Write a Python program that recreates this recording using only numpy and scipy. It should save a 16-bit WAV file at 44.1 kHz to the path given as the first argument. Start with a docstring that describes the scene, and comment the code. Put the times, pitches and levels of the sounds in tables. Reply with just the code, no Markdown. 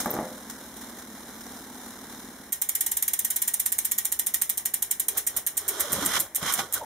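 """Bicycle freehub on a repair stand

A small workshop, stereo microphone close behind the cassette of a spinning rear wheel.
The drivetrain knocks and the chain settles on the sprockets; then the pedals stop and the freehub
pawls tick, once per ratchet tooth. Near the end something rubs on the wheel, a little to the right,
probably a hand on the tyre, and the ticks slow down."""
import sys
import numpy as np
from scipy import signal
from scipy.fft import rfft, irfft, next_fast_len
from scipy.io import wavfile

SR = 44100
rng = np.random.default_rng(int(sys.argv[2]) if len(sys.argv) > 2 else 0)


def materialize(psi):
    """Save the field psi as 16-bit PCM at rate SR to the path in sys.argv[1].

    A 1-D psi becomes a single channel; in a 2-D psi each row is a channel.
    """
    bounded = np.clip(np.atleast_2d(psi).T, -1, 1)
    quanta = np.round(bounded * 32767).astype(np.int16)
    wavfile.write(sys.argv[1], SR, quanta)


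N = 302064
TIME = np.arange(N) / SR

# the main pawl snaps home, once per ratchet tooth: start_s, level_db
PAWL_TICKS = [(2.5294, -2.5), (2.6215, -1), (2.6933, -2.5), (2.7546, -1.5), (2.811, 0), (2.8659, -1.5),
              (2.9181, -2.5), (2.9714, -2), (3.0264, -1.5), (3.0812, -1), (3.1365, -1), (3.193, -1.5),
              (3.25, -1), (3.3067, -1), (3.3641, 0), (3.4222, 0), (3.4809, 0.5), (3.542, -2), (3.6011, -1),
              (3.6621, 1.0), (3.7245, -1), (3.788, 0), (3.8524, -0.5), (3.9181, -1), (3.9849, 1),
              (4.0536, -1), (4.1236, 0), (4.195, -1), (4.2683, 0), (4.343, 2.5), (4.4194, 2), (4.4975, 0.5),
              (4.5779, -2.5), (4.6576, 0), (4.7413, 0.5), (4.8259, -1), (4.9127, 0), (5.0005, -1),
              (5.0862, 0), (5.1801, 1.0), (5.274, 0.5), (5.3722, -1.0), (5.4726, -1.5), (5.5775, -0.5),
              (5.689, 1), (5.8065, 2.0), (5.9302, 1.0), (6.0613, 0.5), (6.2038, 1), (6.3611, -1),
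              (6.538, 2), (6.7407, 0.5)]
# how far the other two pawls drop ahead of it: time_s, first_lead_s, middle_lead_s
PAWL_LEADS = [(2.53, .007, .003), (2.7, .004, .002), (3.05, .0024, .0005), (3.5, .0046, .002),
              (4.1, .0046, -.0005), (4.6, .0038, -.0005), (5.09, .0036, .0015), (5.18, .0075, .0039),
              (5.6, .008, .0038), (6.75, .0155, .005)]
# freehub spectra: frequency_hz, level_db
CLICK_SPECTRUM = [(700, -33.5), (2000, -14.5), (5000, -11), (7500, 0.5), (10500, 0), (14000, 3)]   # the main pawl's bare, bright click
STEEL_SPECTRUM = [(40, -91), (200, -76), (900, -35), (1300, -28), (2000, -10), (2800, -14), (3500, -7.5),
                  (5000, -10.5), (7000, 2.5), (8800, 7.5), (9350, 4.5), (9900, 5), (10550, 1.5), (11200, 2),
                  (12700, 8.5), (14100, 1), (14800, 4), (15700, -5.5)]   # steel on steel
TAIL_SPECTRUM = [(200, -50), (900, -14.5), (1300, -18), (1950, -7.5), (2800, -6.5), (3500, -7.5),
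                 (5000, -7), (7000, -3.5), (9000, -2), (12000, 0), (15500, -4)]   # a tick dying away in the room
# ringing of hub and cassette: pitch_hz, level_db, t60_s
HUB_MODES = [(880, -9, .02), (1884, -9, .14), (2050, -15, .07), (3240, -11, .08), (5880, -9, .1),
             (7170, -2, .06), (8425, -1, .07), (8790, 1, .06), (8870, 1, .07), (9035, 1, .06),
             (9730, -3, .06), (9830, -1, .07), (10300, -3, .07), (10920, -3, .07), (12090, -3, .06),
             (12280, -4, .06), (12480, -3, .06), (12620, -3, .06), (13030, -3, .06), (14740, -4, .06)]
# reflections off surfaces near the hub: delay_s, level_db
CLOSE_ECHOES = [(.00365, -14), (.00445, -14), (.0054, -22)]

# pull on the chain: time_s, level_db
CHAIN_PULL = [(0, 1.5), (1.25, -0.1), (1.45, 1.6), (2.15, 1.5), (2.35, -1), (2.47, -4)]
# the chain catches on teeth: start_s, level_db, ping_share (0-1)
CHAIN_CATCHES = [(0.002, -21, 0), (0.058, -22, 0.67), (0.1054, -17.5, 1), (0.1122, -19, 1),
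                 (0.139, -22, 0.8), (0.346, -46, 0.5), (0.498, -25.5, 0.44), (0.768, -29.5, 0.62),
                 (0.812, -32.5, 0.5), (0.986, -34, 0.3), (1.407, -34.5, 0.3)]
# knocks through the frame: start_s, ring_db, thud_db
FRAME_KNOCKS = [(0.002, -34, -46), (0.059, -21, -18.5), (0.137, -30, -22.5), (0.165, -32.5, -22.5),
                (0.188, -19.5, -21.5), (0.24, -37, -36), (0.56, -41, -60), (6.157, -38, -34.5),
                (6.593, -39, -28.5)]
# ringing of the frame: pitch_hz, level_db, t60_s
FRAME_MODES = [(222, 1, .2), (318, 0, .16), (522, -5, .6), (608, -4.5, .6), (743, -9, .4), (840, -2, .16),
               (1150, -7, .08), (1500, -9, .08), (1900, -10, .08)]
# drivetrain spectra: frequency_hz, level_db
LINK_SPECTRUM = [(150, -48.5), (300, -6), (560, -10.5), (860, -7.5), (1200, -11), (1600, -9.5),
                 (2200, -16.5), (3000, -18), (3800, -11.5), (5700, -13.5), (8000, -15), (13300, -12.5),
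                 (15500, -24)]   # rattling links
PURR_SPECTRUM = [(40, -18.5), (160, -18), (210, -2), (255, 0.5), (300, -11.5), (500, -21), (1000, -42)]   # the frame, tapped by the links
PING_SPECTRUM = [(1000, -37), (10000, -31), (12500, 1), (13600, 8), (15500, -9)]   # a tooth's thin, high ring
THUD_SPECTRUM = [(20, -59), (110, 3.5), (200, 8.5), (800, 6.5), (1300, -2), (2000, -6), (3500, -25),
                 (10000, -52)]   # the clunk of a knock

# two long grips on the tyre, a curve for each: time_s, rumble_db, scuff_db
TYRE_GRIPS = [
    [(5.5, -59, -64), (5.68, -46, -40.5), (5.78, -48, -35.5), (5.89, -42.5, -35.5), (5.94, -35.5, -34),
     (6.07, -38, -31.5), (6.11, -39.5, -29.5), (6.14, -40, -24.5), (6.165, -37.5, -22), (6.185, -40.5, -30),
     (6.23, -43, -46), (6.33, -62, -62)],
    [(6.38, -44, -45), (6.41, -50, -44), (6.43, -37.5, -31.5), (6.5, -42.5, -26), (6.56, -43, -39),
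     (6.66, -45, -46), (6.72, -54.5, -53), (6.85, -43.5, -66)],
]
# short brushes against the tyre: peak_s, rumble_db, scuff_db
TYRE_BRUSHES = [(5.172, -41, -38), (5.37, -41, -41), (6.597, -38.5, -24.5), (6.765, -43.5, -33.5)]
# the rubbing briefly takes on a pitch: middle_s, length_s, pitch_hz, level_db
TYRE_CHIRPS = [(5.141, .22, 420, -48.5), (5.744, 0.3, 361, -42.5), (5.898, 0.39, 549, -42),
               (6.04, .09, 284.5, -34.5), (6.596, 0.0304, 793, -25.5), (6.766, .045, 1402, -35.5),
               (6.821, 0.074, 585, -41), (6.833, 0.065, 893, -37.5)]
# ringing of rim and spokes: pitch_hz, level_db, t60_s
RIM_MODES = [(799, -10.5, 0.12), (1132, -2, 0.19), (1245, 1, 0.072), (1462, 4.5, 0.085), (1792, -1, .08),
             (1960, -1, .08), (3220, 14, .015)]
# tyre spectra: frequency_hz, level_db
RUMBLE_SPECTRUM = [(25, -22), (55, -14), (100, -7), (140, -21.5), (300, -10.5), (520, -8.5), (800, -8.5),
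                   (2000, -22.5)]   # hollow body of the rubbing
GROWL_SPECTRUM = [(60, -19), (110, -13), (150, 2), (210, 1.5), (290, -3.5), (400, -11), (1000, -34)]   # its low end under a hard grip
SCUFF_SPECTRUM = [(200, -27), (550, -21), (780, -13), (950, -3.5), (1130, 0.5), (1450, 0.5), (1750, -3),
                  (2800, -11.5), (3300, -2.5), (4200, -2.5), (6000, -4), (9000, -6), (12500, -4.5),
                  (14500, -12), (15500, -25)]   # dry drag of the tread
BITE_SPECTRUM = [(1200, -27), (2000, 5), (2800, 1), (3250, 6.5), (3700, -7), (5900, -9), (13000, -26)]   # its edge when pressed hard

# still workshop air: frequency_hz, level_db
AIR_SPECTRUM = [(25, -33), (40, 2.5), (62, 9.5), (95, 3.5), (125, -2), (200, 3.5), (330, 7.5), (520, 1),
                (850, 3), (1300, -0.5), (1900, 3), (3200, -9), (7000, -8.5), (15000, -4)]
# likeness of the left and right channels: frequency_hz, correlation
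ROOM_CORRELATION = [(100, 1), (1000, 1), (2000, 0.78), (3200, 0.095), (4800, 0.42), (9000, 0.087),
                    (11500, -0.48), (15000, -0.55)]   # sound from all round
HUB_CORRELATION = [(900, 1), (1900, 0.71), (3200, 0.45), (7500, 0.63), (9500, 0.31), (10800, 0.51),
                   (13000, 0.59)]   # the nearby hub
# dips of the microphone: frequency_hz, width_hz, depth (0-1)
MIC_NOTCHES = [(2591, 605, 0.82), (4588, 910, 1), (7940, 460, 1)]


def freehub():
    """Right at the microphone, each pawl contact cracks, rings the cassette and echoes in the room."""
    snaps, rattle_energy = pawls()
    click = from_db(2.6) * snaps
    chatter_energy = (from_db(-2) * snaps) ** 2   # the main pawl beds in
    energy = chatter_energy + rattle_energy + click ** 2
    contact_noise, sprocket_noise = np.sign(rng.standard_normal((2, 2, N))) / np.sqrt(2)
    crack_shape = np.hypot(fading(chatter_energy, t60_s=.0025), fading(rattle_energy, t60_s=.007))
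    crack = diffuse(crack_shape * contact_noise, HUB_CORRELATION)
    sprockets = from_db(-3.5) * diffuse(fading(energy, t60_s=.036) * sprocket_noise, HUB_CORRELATION)
    hub_ring = from_db(-7.5) * convolve(crack + click, ringing(HUB_MODES))
    direct = colour(click, CLICK_SPECTRUM) + colour(crack + sprockets, STEEL_SPECTRUM) + hub_ring
    direct = highpass(direct, hz=650)   # small steel parts radiate no bass
    echoes = sum(from_db(db) * delayed(direct, delay_s) for delay_s, db in CLOSE_ECHOES)
    tail = from_db(-6) * colour(diffuse_noise(fading(energy, t60_s=.2)), TAIL_SPECTRUM)
    return vary_tick_colour((direct + echoes) * from_db([[-1.5], [1.4]]) + tail)


def pawls(first_db=-3, middle_db=-.5, bounce_db=-11):
    """Three pawls drop and bounce: impulses of the main one, and the energy of the lighter contacts."""
    start_s, snap_db = np.transpose(PAWL_TICKS)
    lead_times, *leads = np.transpose(PAWL_LEADS)
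    first_lead, middle_lead = [np.interp(start_s, lead_times, lead) for lead in leads]
    chance = rng.random((len(start_s), 2))
    spread_db = rng.normal(0, 1, (len(start_s), 4))
    contacts = [(start_s - first_lead, first_db + spread_db[:, 0]),
                (start_s - middle_lead, middle_db + spread_db[:, 1]),
                (start_s + .0024 * chance[:, 0], bounce_db + spread_db[:, 2]),
                (start_s + .0011 + .0068 * chance[:, 1], bounce_db + spread_db[:, 3])]
    contact_s, contact_db = np.concatenate(contacts, axis=1)
    return impulses(start_s, from_db(snap_db)), impulses(contact_s, from_db(contact_db) ** 2)


def vary_tick_colour(ticks, echo_gain=.22):
    """A faint, very short echo at a random delay gives each tick a slightly different colour."""
    start_s = np.transpose(PAWL_TICKS)[0]
    tick_index = np.searchsorted(start_s - .02, TIME).clip(1) - 1
    lag_s = rng.uniform(.0004, .003, len(start_s))[tick_index]
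    echo = ticks[:, np.maximum(np.arange(N) - (lag_s * SR).astype(int), 0)]
    return (ticks + echo_gain * echo) / np.hypot(1, echo_gain)


def chain(links_per_s=39.4, slowing_per_s2=.72, stop_s=2.55, run_down_s=.062, settle_s=.19):
    """Each link rattles as it seats on the sprocket, then taps the frame; all stops with the pedals."""
    links_passed = links_per_s * TIME - .5 * slowing_per_s2 * TIME ** 2
    seat_s = TIME[1:][np.diff(np.floor(links_passed)) > 0]
    seating = from_db(1.4 * np.cos(2 * np.pi * links_passed) + 2.4 * drift(500) + 1.1 * drift(14))
    rattle = from_db(-44.5) * wash(LINK_SPECTRUM, seating) + rollers(seat_s)
    jitter, force = rng.standard_normal((2, len(seat_s)))
    outer_link_db = 5 * (np.arange(len(seat_s)) % 2)   # every other link taps harder
    taps = impulses(seat_s + .01194 + .003 * jitter, from_db(outer_link_db + 2.6 * force))
    purr = .85 * unit_rms(colour(taps, PURR_SPECTRUM)) + .62 * wash(PURR_SPECTRUM)
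    unsettled_db = 7 * np.exp(-(TIME / settle_s) ** 2)   # louder until it finds its sprocket
    running = np.clip((stop_s - TIME) / run_down_s, 0, 1)
    pull = running * from_db(curves(CHAIN_PULL)[0] + unsettled_db)
    return pull * (rattle * from_db([[-.5], [.5]]) + from_db(-48.5) * purr)


def rollers(seat_s):
    """Each roller lands with a tiny bright tick; now and then a stiff link flicks straight, louder."""
    level_db = -31 - 4.5 * np.log(rng.random(len(seat_s)) + .18)
    energy = impulses(seat_s, from_db(level_db)) ** 2
    ticks = fading(energy, t60_s=.0074) * close_noise(side_share=.22)
    return colour(ticks, [(1000, -16), (3500, 6), (6000, 10), (9000, 0), (13500, 0), (15500, 3)])


def chain_catches():
    """Side plates snag on the teeth and snap free with a broad clack and a thin ping."""
    start_s, level_db, ping_share = np.transpose(CHAIN_CATCHES)
    clack_energy = impulses(start_s, from_db(level_db + 17) * (1 - ping_share)) ** 2
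    ping_energy = impulses(start_s, from_db(level_db + 16) * ping_share) ** 2
    shape = np.hypot(fading(clack_energy, t60_s=.068), from_db(4) * fading(clack_energy, t60_s=.15))
    clack = colour(diffuse_noise(shape),
                   [(300, -2.5), (1500, -6), (3000, -7.5), (6000, -1.5), (15000, -4.5)])
    ping = colour(fading(ping_energy, t60_s=.018) * close_noise(side_share=.34), PING_SPECTRUM)
    return clack + ping


def frame_knocks():
    """Jolts of the drivetrain and wheel: a dry clunk, a short tail in the room and the ringing frame."""
    start_s, ring_db, thud_db = np.transpose(FRAME_KNOCKS)
    energy = impulses(start_s, from_db(thud_db)) ** 2
    clunk = from_db(14.5) * fading(energy, t60_s=.033)
    tail = from_db(17.5) * fading(energy, t60_s=.43)
    thud = colour(diffuse_noise(np.hypot(clunk, tail)), THUD_SPECTRUM)
    ring = convolve(impulses(start_s, from_db(ring_db + 20)), ringing(FRAME_MODES))
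    return thud + ring


def tyre_rubbing():
    """The tread drags in tiny uneven slips: a growling rumble, and a scuff that rings the rim."""
    rumble_level, scuff_level = tyre_contact()
    slips = from_db(2 * drift(400) + 1.3 * drift(45))
    grit = slips * from_db(drift(1600))
    pressed = pressure(scuff_level, onset_db=-38, range_db=10)
    gripped = pressure(rumble_level, onset_db=-46, range_db=8)
    scuff = from_db(1) * wash(SCUFF_SPECTRUM, grit)
    bite = from_db(-4.5) * pressed * wash(BITE_SPECTRUM, grit)
    rim = from_db(-8.5) * convolve(diffuse_noise(scuff_level * grit) / np.sqrt(2), ringing(RIM_MODES))
    breakup = from_db(-4.5 * drift(82))
    growl = from_db(-4) * gripped * wash(GROWL_SPECTRUM, breakup)
    rumble = rumble_level * (wash(RUMBLE_SPECTRUM, slips) + growl)
    scrape = scuff_level * (scuff + bite) + rim
    return rumble + scrape * from_db([[-2.4], [1.6]])   # right of the microphone


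def tyre_contact():
    """Amplitudes of rumble and scuff: the grips follow their curves, each brush swells and lets go."""
    levels = sum(from_db(curves(grip)) * (TIME >= grip[0][0]) * (TIME <= grip[-1][0])
                 for grip in TYRE_GRIPS)
    for peak_s, rumble_db, scuff_db in TYRE_BRUSHES:
        shape = np.exp(-np.maximum((peak_s - TIME) / .027, (TIME - peak_s) / .025))
        levels = np.hypot(levels, from_db([[rumble_db], [scuff_db]]) * shape)
    return levels


def pressure(level, onset_db, range_db):
    """How hard the tyre is pressed, 0-1, rising with the level of the rubbing."""
    return np.clip((20 * np.log10(level + 1e-9) - onset_db) / range_db, 0, 1)


def tyre_chirps(sag_octaves_per_s=.275):
    """Slips fall into step for a moment and give a rough, wavering tone."""
    out = np.zeros(N)
    for middle_s, length_s, pitch_hz, level_db in TYRE_CHIRPS:
        span = np.abs(TIME - middle_s) < length_s / 2
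        t = TIME[span] - middle_s
        waver_hz = 42 * np.sqrt(pitch_hz / 300) * drift(220)[span]
        hz = pitch_hz * 2 ** (-sag_octaves_per_s * t) + waver_hz
        envelope = from_db(level_db + 4.6 * drift(120)[span]) * np.cos(np.pi * t / length_s)
        out[span] += envelope * np.sin(2 * np.pi * np.cumsum(hz) / SR)
    return out


def bearings():
    """The hub drones faintly on its bearings, most while the wheel coasts."""
    coasting = np.interp(TIME, [2.4, 3.2, 5, 6], [.23, 1, .92, 0])
    drone = wash([(100, -49), (185, -13), (215, 4.5), (250, -11), (400, -29), (1000, -39)])
    return from_db(-62.5) * coasting * drone


def room_tone(hum_hz=147.7):
    """Still workshop air all round the microphone, with a faint steady hum."""
    return from_db(-49) * wash(AIR_SPECTRUM) + from_db(-68.5) * np.sin(2 * np.pi * hum_hz * TIME)


def from_db(db):
    return 10 ** (np.asarray(db) / 20)


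def unit_rms(x):
    return x / np.sqrt(np.mean(x ** 2) + 1e-20)


def unit_energy(x):
    return unit_rms(x) / np.sqrt(x.shape[-1])


def curves(rows):
    """One curve over time for each column after the first."""
    time_s, *columns = np.transpose(rows)
    return [np.interp(TIME, time_s, column) for column in columns]


def at_hz(points, hz):
    """Interpolate along a logarithmic frequency axis."""
    frequency_hz, values = np.transpose(points)
    return np.interp(np.log(np.maximum(hz, 1)), np.log(frequency_hz), values)


def convolve(x, response):
    return signal.fftconvolve(np.atleast_2d(x), np.atleast_2d(response), axes=-1)[:, :x.shape[-1]]


def highpass(x, hz):
    return signal.sosfilt(signal.butter(2, hz, "high", fs=SR, output="sos"), x)


def delayed(x, delay_s):
    return np.pad(x, ((0, 0), (int(delay_s * SR), 0)))[:, :N]


def colour(x, spectrum, size=4096):
    """Minimum-phase filter with the given spectrum and unit energy."""
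    cepstrum = irfft(np.log(from_db(at_hz(spectrum, np.fft.rfftfreq(size, 1 / SR)))))
    cepstrum[1:size // 2] *= 2
    cepstrum[size // 2 + 1:] = 0
    return convolve(x, unit_energy(irfft(np.exp(rfft(cepstrum)))))


def diffuse(pair, correlation):
    """Two unrelated signals become a stereo spread, alike on both channels in the bass."""
    padded = next_fast_len(N)
    mid, side = rfft(pair, padded)
    alike = np.clip(at_hz(correlation, np.fft.rfftfreq(padded, 1 / SR)), -.9, .996)
    return irfft(np.sqrt(1 + alike) * mid + np.sqrt(1 - alike) * side * [[1], [-1]], padded)[:, :N]


def diffuse_noise(envelope):
    """White noise from all round the room."""
    return diffuse(envelope * rng.standard_normal((2, N)), ROOM_CORRELATION)


def close_noise(side_share):
    """Noise from a close source, largely the same on both channels."""
    mid, side = rng.standard_normal((2, N))
    return np.sqrt(1 - side_share) * mid + np.sqrt(side_share) * side * [[1], [-1]]


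def wash(spectrum, envelope=1):
    """Diffuse coloured noise of rms 1."""
    return unit_rms(colour(diffuse_noise(envelope), spectrum))


def drift(rate_hz):
    """A line wandering through 4096 random values, rate_hz of them a second, then holding."""
    knots = rng.standard_normal(4096)
    return np.interp(TIME * rate_hz, np.arange(len(knots)), knots)


def impulses(times_s, gains):
    out = np.zeros(N)
    np.add.at(out, np.clip(np.round(times_s * SR).astype(int), 0, N - 1), gains)
    return out


def ringing(modes):
    """A body's modes, struck together."""
    t = TIME[:SR // 2]
    partials = (from_db(db - 60 * t / t60_s) * np.sin(2 * np.pi * hz * t) for hz, db, t60_s in modes)
    return unit_energy(sum(partials))


def fading(energy, t60_s, size=13230):
    """Amplitude envelope of contacts whose energy dies away with one decay time."""
    decay = from_db(-120 * TIME[:size] / t60_s)
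    return np.sqrt(np.maximum(convolve(energy, decay / decay.sum()), 0))


def scene():
    """The bicycle and the workshop, from close behind the cassette."""
    drivetrain = freehub() + chain() + chain_catches() + frame_knocks()
    return drivetrain + tyre_rubbing() + tyre_chirps() + bearings() + room_tone()


def record(dry):
    """The microphone thins the deep bass and has narrow dips; peaks are capped and the top is cut."""
    out = highpass(dry, hz=35)
    for hz, width_hz, depth in MIC_NOTCHES:
        notched = signal.lfilter(*signal.iirnotch(hz, hz / width_hz, fs=SR), out)
        out = out + depth * (notched - out)
    top_cut = signal.ellip(10, .2, 80, 15600, fs=SR, output="sos")
    return signal.sosfilt(top_cut, np.clip(out, -.75, .75))


dry = scene()
out = record(dry)
materialize(out)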